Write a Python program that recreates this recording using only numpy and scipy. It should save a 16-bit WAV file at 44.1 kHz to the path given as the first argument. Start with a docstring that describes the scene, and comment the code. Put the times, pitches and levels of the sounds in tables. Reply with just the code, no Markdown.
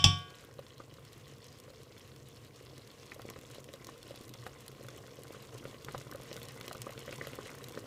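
"""A wooden spoon knocks on the rim of a steel pot: the wall rings and the stove top booms.
In the pot, thick plum jam comes to the boil. Steam bubbles plop open and thin films snap,
ever more busily, over a low simmer, a fine fizz and the thuds of steam lifting the jam.
The surface sounds echo between the steel walls and in a small kitchen."""
import sys
import numpy as np
from scipy import signal
from scipy.fft import rfft, irfft, next_fast_len
from scipy.io import wavfile
from scipy.ndimage import map_coordinates

SR = 44100
rng = np.random.default_rng(int(sys.argv[2]) if len(sys.argv) > 2 else 0)


def pcm_store(signal):
    """Save signal as 16-bit PCM."""
    levels = np.round(np.clip(np.atleast_2d(signal), -1, 1) * 32767)
    wavfile.write(sys.argv[1], SR, levels.astype(np.int16).T)


N = 346626
TOP_HZ = 15350


def amp(db):
    """Decibels to gain."""
    return 10 ** (np.asarray(db) / 20)


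def unit(x):
    """x at rms 1."""
    return x / np.sqrt(np.mean(x ** 2) + 1e-20)


def burst(x):
    """x with the energy of 1 ms at rms 1."""
    return x / np.sqrt(np.sum(x ** 2) / (SR / 1000))


def along(points, hz):
    """(freq_hz, value) points read on a log axis."""
    freq_hz, values = np.transpose(points)
    return np.interp(np.log(hz + 1), np.log(freq_hz + 1), values)


def wobble(knots_per_s):
    """Smooth random curve."""
    return map_coordinates(rng.standard_normal(N // 50), [np.arange(N) * knots_per_s / SR], mode="wrap")


def filtered(x, response):
    """x through a complex frequency response."""
    size = next_fast_len(len(x) + SR // 2)
    return irfft(rfft(x, size) * response(np.fft.rfftfreq(size, 1 / SR)), size)[:len(x)]


def noise(spectrum, size=N):
    """Noise at rms 1, coloured by (freq_hz, density_db) points."""
    return unit(filtered(rng.standard_normal(size), lambda hz: amp(along(spectrum, hz))))


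def fade(t, t60_s):
    """Exponential decay."""
    return np.exp(-np.log(1000) * t / t60_s)


def attack(t, rise_s):
    """Exponential rise to 1."""
    return 1 - np.exp(-t / rise_s)


def add(track, start_s, sound):
    """Mix a sound into a track; start_s may be negative."""
    start = round(start_s * SR)
    part = sound[max(-start, 0):N - start]
    track[max(start, 0):][:len(part)] += part


def ring(modes, t):
    """Decaying modes struck together, alternating in sign."""
    return sum(amp(db) * fade(t, t60_s) * np.sin(2 * np.pi * hz * t) * (-1) ** k
               for k, (hz, db, t60_s) in enumerate(modes))


def bubble(t, hz, cycles, rise):
    """A cavity rings briefly; its pitch climbs towards hz as the hole widens."""
    age = t * hz / np.maximum(cycles, .3)
    phase = 2 * np.pi * cycles * (age - rise * (1 - np.exp(-2 * age)) / 2)
    return np.sin(phase) * np.exp(-age) * (1 - np.exp(-2 * np.pi * hz * t))


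def swarm(per_s, hz, spread_oct, cycles, rise, scatter_db, size):
    """Small bubbles of scattered pitch and strength, at rms 1; per_s is a curve."""
    draw = rng.random((12000, 4))[:int(per_s.mean() * N / SR)]
    start = np.searchsorted(np.cumsum(per_s) / per_s.sum(), draw[:, 0])
    pitch_hz = np.minimum(hz * 2 ** (spread_oct * (draw[:, 1] + draw[:, 2] - 1)), TOP_HZ)
    strength = amp(-scatter_db * np.log(draw[:, 3] + .06))
    waves = strength[:, None] * bubble(np.arange(size) / SR, pitch_hz[:, None], cycles, rise)
    samples = start[:, None] + np.arange(size)
    return unit(np.bincount(samples.ravel(), waves.ravel(), N)[:N])


def echoes(x, decay, delay_s, size):
    """A diffuse tail for each of four places on the surface; decay is (freq_hz, t60_s) points."""
    out = np.zeros(N)
    place = np.arange(N) // 2048 % 4
    for k in range(4):
        hz, t, bands = signal.stft(rng.standard_normal(size), SR, nperseg=128)
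        tail = signal.istft(bands * fade(t, along(decay, hz)[:, None]), SR, nperseg=128)[1]
        add(out, delay_s, signal.fftconvolve(x * (place == k), tail / np.linalg.norm(tail)))
    return out


# room decay: freq_hz, t60_s
KITCHEN_DECAY = [(150, .35), (1000, .3), (5000, 0.17), (14000, 0.063)]


def reflections(x):
    """Sound flutters between the steel walls and dies away in the kitchen."""
    flutter = echoes(x, [(300, .012), (3000, .032), (14000, .016)], delay_s=.000769, size=2048)
    room = echoes(x, KITCHEN_DECAY, delay_s=.005, size=16384)
    return amp(-5.5) * flutter + amp(-21) * room


# air above the jam: centre_hz, width_hz, gain_db
AIR_MODES = [(513, 350, -9), (1050, 53, 6.5), (2065, 120, -7), (3310, 340, -12)]


def pot_air(x):
    """The air standing in the pot answers in a few broad modes."""
    return filtered(x, lambda f: sum(amp(db) * 1j * f * width / (hz * hz - f * f + 1j * f * width)
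                                     for hz, width, db in AIR_MODES))


# growth of the boil: time_s, simmer_db, sputter_db
BOIL_LEVELS = [(.5, -61, -67), (2.7, -59.5, -67.5), (3.2, -58.5, -65), (5.2, -57, -64), (5.7, -56.5, -63),
               (6.3, -55.5, -60), (7.2, -56, -59), (7.86, -53.5, -60.5)]


def boil():
    """The boil builds: per-sample simmer_db, sputter_db and boil_db (sputter relative to its peak)."""
    time_s, *levels = np.transpose(BOIL_LEVELS)
    simmer_db, sputter_db = (np.interp(np.arange(N) / SR, time_s, db) for db in levels)
    return simmer_db, sputter_db, sputter_db - sputter_db.max()


# pot bottom: freq_hz, density_db
RUMBLE_SPECTRUM = [(20, -28), (35, -14.5), (50, -11), (70, -10), (100, -3.5), (122, 1.5), (140, 1.5),
                   (170, -19.5), (300, -41.5)]


def rumble(simmer_db):
    """The bottom of the pot rumbles, growing with the simmer."""
    level_db = -55 + .45 * (simmer_db - simmer_db.max()) + 1.2 * wobble(12)
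    return amp(level_db) * noise(RUMBLE_SPECTRUM)


# steam pockets: start_s, level_db, pitch_hz
STEAM_POCKETS = [(1.219, -45, 131), (3.497, -47, 121), (4.38, -41, 123), (5.536, -43, 122),
                 (5.95, -41.5, 127), (6.474, -52, 117), (6.789, -38.5, 120), (7.169, -39.5, 135),
                 (7.649, -46.5, 122)]


def heaves(rise_s=.021, gain_db=-3.5):
    """A pocket of steam lifts the heavy jam and lets it settle: a soft, low thud."""
    out, t = np.zeros(N), np.arange(SR // 4) / SR
    swell = (t / rise_s * np.exp(1 - t / rise_s)) ** 2
    for start_s, db, hz in STEAM_POCKETS:
        add(out, start_s, amp(db + gain_db) * swell * np.sin(2 * np.pi * hz * t))
    return out


# inside the jam: freq_hz, density_db
SIMMER_SPECTRUM = [(120, -17.5), (200, -2), (275, -1.5), (320, -2), (400, -4.5), (470, 5), (560, -5),
                   (680, -11.5), (850, -20), (1080, -7), (1400, -22), (3000, -31)]


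def simmer(simmer_db):
    """Bubbles deep inside, muffled by the jam."""
    deep = swarm(np.full(N, 120.), hz=430, spread_oct=.93, cycles=.77, rise=.15, scatter_db=5, size=1024)
    return amp(simmer_db) * (amp(-.54) * noise(SIMMER_SPECTRUM) + amp(-3) * deep)


# escaping steam: freq_hz, density_db
FIZZ_SPECTRUM = [(500, -14), (700, 0), (850, -3.5), (1080, -1), (1400, -2), (2100, -1.5), (2450, -2),
                 (2800, 0.5), (5000, -9), (7000, -7), (9500, -13), (14000, -23), (15500, -32)]


def fizz(steam_db):
    """Steam escapes unevenly in a fine, flickering hiss."""
    return amp(steam_db + .5 + 1.9 * wobble(45)) * noise(FIZZ_SPECTRUM)


def seethe(steam_db):
    """Tiny bubbles tick on the hot steel all the time."""
    ticks = swarm(190 * amp(2.6 * wobble(14)),
                  hz=5800, spread_oct=.92, cycles=4.2, rise=.41, scatter_db=5, size=200)
    return amp(-67 + .5 * (steam_db - steam_db.mean())) * ticks


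def sputter(sputter_db, boil_db, steam_db):
    """Small bubbles surface and crackle, more often as the boil grows."""
    busy = amp(boil_db)
    blips = swarm(260 * busy, hz=2430, spread_oct=1.02, cycles=1.93, rise=.43, scatter_db=5.5, size=400)
    crackle = swarm(200 * busy * amp(4.6 * wobble(21)),
                    hz=8500, spread_oct=1.36, cycles=.62, rise=.31, scatter_db=9, size=64)
    return amp(sputter_db - 6) * blips + amp(steam_db - 3.5) * np.sqrt(busy) * crackle


def lesser(boil_db, per_s, db, hz, spread_oct, thinning, softening, scatter_db):
    """Random (start_s, level_db, pitch_hz) events, rarer and weaker below the full boil."""
    due = np.cumsum(per_s * amp(thinning * boil_db)) / SR
    draw = rng.random((400, 3))[:int(due[-1])]
    start = np.searchsorted(due, np.arange(len(draw)) + draw[:, 0])
    level_db = db + softening * boil_db[start] + scatter_db * (2 * draw[:, 1] - 1)
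    pitch_hz = hz * 2 ** (spread_oct * (2 * draw[:, 2] - 1))
    return zip(start / SR, level_db, pitch_hz)


# loudest tearing films: start_s, level_db, nominal_pitch_hz
FILM_TEARS = [(.3047, -50, 5440), (.409, -51, 7000), (.593, -46.5, 2920), (1.1246, -50, 4740),
              (1.4436, -48.5, 6100), (1.467, -48, 7400), (1.6004, -45, 6800), (1.996, -50.5, 9100),
              (2.1623, -49, 4700), (2.4485, -50, 6700), (2.78, -46, 6000), (3.1447, -46.5, 7300),
              (3.2187, -43, 4500), (3.301, -37.5, 5300), (3.413, -48.5, 6000), (3.4663, -53, 8300),
              (3.513, -46, 7100), (3.5471, -42.5, 3530), (3.6428, -45, 8300), (3.738, -40, 5500),
              (3.8458, -41.5, 4700), (3.8695, -41.5, 5100), (4.0294, -44.5, 8900), (4.1084, -47, 7340),
              (4.1593, -45, 4530), (4.2123, -47, 9000), (4.2932, -44.5, 7900), (4.3387, -43.5, 5200),
              (4.4673, -43.5, 3740), (4.681, -38, 8500), (4.886, -43.5, 6100), (5.2348, -43.5, 7400),
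              (5.3279, -50, 5100), (5.5827, -45, 6800), (5.8476, -39, 6340), (5.9797, -44, 5950),
              (6.114, -40.5, 4940), (6.2202, -47, 5500), (6.3294, -39, 5500), (6.3657, -40, 5100),
              (6.4309, -38.5, 9500), (6.486, -41.5, 7850), (6.6118, -38.5, 4370), (6.6808, -35.5, 4380),
              (6.7297, -38, 8750), (6.7689, -46, 7040), (6.8186, -32, 5760), (6.9344, -46, 5200),
              (7.126, -44, 3200), (7.152, -49, 4300), (7.239, -47, 5500), (7.271, -36.5, 3680),
              (7.642, -41, 6570), (7.6852, -42, 5600)]


def snaps(boil_db, gain_db=-4.5):
    """A tearing film gives one sharp tick and a spit of steam."""
    out, t = np.zeros(N), np.arange(1024) / SR
    spit_spectrum = [(1000, -17), (3500, 9.5), (8000, -3.5), (12000, 3.5), (15000, -.5)]
    small = lesser(boil_db, per_s=17, db=-46.5, hz=7501.5, spread_oct=.56,
                   thinning=.9, softening=.68, scatter_db=2.5)
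    for start_s, db, hz in [*FILM_TEARS, *small]:
        tick = burst(bubble(t, hz * 1.08, cycles=.48, rise=.24))
        spit = burst(noise(spit_spectrum, len(t)) * fade(t, .0065))
        add(out, start_s, amp(db + gain_db) * (tick + spit))
    return out


# biggest bubbles: start_s, plop_db, pitch_hz, ring_cycles, gulp_db
BIG_BUBBLES = [(.59, -43, 1200, 2.5, -36.5), (.8018, -39, 1320, 3.1, -39),
               (1.6797, -50.5, 1360, 0.56, -45.5), (3.119, -37, 2480, 2.2, -52),
               (3.1624, -51, 1150, 3, -41.5), (3.1962, -38.5, 1140, 0.58, -50), (3.2527, -55, 2600, 2, -34),
               (3.289, -42.5, 2480, .7, -40), (3.3065, -43, 870, .7, -49), (3.3635, -42.5, 1150, 1.8, -41),
               (3.5833, -58, 790, 4.5, -37), (3.7383, -51, 1220, 3.8, -40), (3.8896, -38.5, 1050, 1, -46),
               (4.1076, -51, 1000, 2.2, -37), (4.4659, -33.5, 1390, 0.48, -43.5),
               (4.8098, -52, 650, 2.4, -42.5), (4.8853, -44, 1470, 0.89, -40), (5.1874, -51, 950, 3, -40),
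               (5.306, -55, 645, 4.5, -34.5), (5.3463, -44, 1540, 4.5, -44),
               (5.5496, -45, 870, 0.82, -39.5), (5.6538, -39, 1780, 0.29, -31.5),
               (5.8853, -34, 1700, 0.92, -37.5), (5.9476, -29.5, 1150, 1.2, -36),
               (6.124, -39.5, 1690, 2, -54), (6.1484, -40, 1330, 1.1, -35.5),
               (6.3138, -42.5, 2610, .7, -38.5), (6.3655, -48, 2250, 4.5, -37),
               (6.6112, -40, 1530, 0.97, -40), (6.6798, -45, 2600, .7, -39.5),
               (6.7124, -34.5, 1270, 0.83, -49), (6.7504, -40, 1330, 1.7, -45),
               (6.8676, -36, 1325, 4.4, -34), (7.0915, -43, 2250, 1, -37.5),
               (7.1275, -37.5, 2360, .7, -35.5), (7.2123, -32.5, 2230, 3.2, -35),
               (7.2494, -41, 2150, 1.4, -45), (7.2702, -40.5, 2150, .7, -36.5),
               (7.3878, -36.5, 960, 0.56, -35), (7.4932, -41.5, 2600, 4.5, -54),
               (7.7747, -36.5, 1450, .8, -31.5)]


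def pops(boil_db, gulp_hz=559, lead_s=.00402):
    """The skin gives way, the bubble plops open, its crater gulps lower and a little jam spatters."""
    out, t = np.zeros(N), np.arange(2048) / SR
    spatter_spectrum = [(300, 13), (1200, 5.5), (2600, -4), (4500, -12), (12000, -39)]
    events = lesser(boil_db, per_s=11, db=-43.5, hz=1752, spread_oct=1.1,
                    thinning=1.7, softening=1, scatter_db=3)
    small = [(start_s, db, hz, .7, db + 4) for start_s, db, hz in events]
    for start_s, db, hz, cycles, gulp_db in [*BIG_BUBBLES, *small]:
        skin = burst(bubble(t, hz, cycles=2, rise=.3))
        plop = burst(bubble(t, hz, cycles, rise=.4))
        gulp = burst(bubble(t, gulp_hz, cycles=2, rise=.25))
        spatter = burst(noise(spatter_spectrum, len(t)) * fade(t, .061) * attack(t, .0016))
        add(out, start_s - lead_s, amp(db - 16) * skin)
        add(out, start_s, amp(db) * (plop + amp(-4.5) * spatter) + amp(gulp_db) * gulp)
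    return out


# spoon on the rim: start_s, ring_db, boom_db, crack_db
RIM_KNOCKS = [(-.07, -26.5, -20, -20), (.0416, -25.4, -15.8, -11)]
# pot wall: pitch_hz, level_db, t60_s
WALL_MODES = [(721, -17, .65), (815, -28, .55), (888, -25, .35), (1129, -3.5, .52), (1462, -26, 1.3),
              (1621, -25, 1.25), (1849, -23, .47), (2089, -32, .8), (2327, -12.5, .42), (2498, -24, .8),
              (2773, -17, .42), (2999, -16, .48), (3047, -13, .48), (3082, -1, .43), (3226, -15, .39),
              (3277, -11, .42), (3391, -5, .31), (3514, -3, .37), (3576, -12, .37), (3723, -12, .37),
              (4231, -19, .28), (4759, -19, .31), (5310, -6, .3), (5461, -7, .3), (5625, -7, .2),
              (6018, -13, .25)]
# dense wall modes: freq_hz, density_db
WALL_SPECTRUM = [(200, -14), (500, -21), (850, -13), (1600, -25), (2150, -20), (2650, -3), (2880, -11),
                 (3400, 2), (3980, -22), (4600, -10), (5500, -2), (6620, -24), (7600, -14), (9000, -26),
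                 (15000, -41)]
# stove top: pitch_hz, level_db, t60_s
STOVE_MODES = [(52, -7.5, 0.2), (82.8, -15.5, 0.23), (96, -0.5, 0.33), (119, -10.5, 0.25), (140, -11, 0.47),
               (166, -10.5, 0.38), (216.7, -19, 0.25), (281, -21.5, 0.3), (389, -26, 0.26)]
# clack of wood on steel: pitch_hz, level_db, t60_s
CLACK_MODES = [(817, -18.5, .1), (2690, 0, 0.03), (3390, -2, 0.064), (4750, -7.5, 0.029), (7400, -7, .03)]


def spoon():
    """Each knock cracks, rings the steel wall and shakes the stove top under the pot."""
    out, t = np.zeros(N), np.arange(SR) / SR
    for start_s, ring_db, boom_db, crack_db in RIM_KNOCKS:
        out *= np.arange(N) < start_s * SR  # contact stills the earlier ring
        wall = ring(WALL_MODES, t) * attack(t, .0067)
        shimmer = noise(WALL_SPECTRUM, SR) * (amp(5.5) * fade(t, .085) + amp(-5.5) * fade(t, .34))
        boom = ring(STOVE_MODES, t) * attack(t, .006)
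        contact = amp(-3) * noise(WALL_SPECTRUM, SR) * np.exp(-(t / .004) ** 2)
        crack = contact + ring(CLACK_MODES, t) * attack(t, .0006)
        add(out, start_s, amp(ring_db) * (wall + shimmer) + amp(boom_db) * boom + amp(crack_db) * crack)
    return out


def scene():
    """The boiling pot and the spoon, close by in a small kitchen."""
    simmer_db, sputter_db, boil_db = boil()
    steam_db = -62 + .61 * boil_db + 2.1 * wobble(16)
    body = rumble(simmer_db) + heaves() + simmer(simmer_db)
    ticks = seethe(steam_db) + sputter(sputter_db, boil_db, steam_db)
    hiss = fizz(steam_db)
    ticks += snaps(boil_db)
    surface = ticks + amp(1.5) * pot_air(ticks) + pops(boil_db)
    return (body + hiss + surface + reflections(surface) + spoon())[None]


def record(dry):
    """A small microphone thins the deepest bass and rounds the peaks; the band ends at TOP_HZ."""
    thinned = filtered(dry[0], lambda hz: (1j * hz / (1j * hz + 26)) ** 2)
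    rounded = thinned / (1 + (thinned / .75) ** 6) ** (1 / 6)
    return filtered(rounded, lambda hz: 1 / np.sqrt(1 + (hz / TOP_HZ) ** 160))[None]


dry = scene()
out = record(dry)
pcm_store(out)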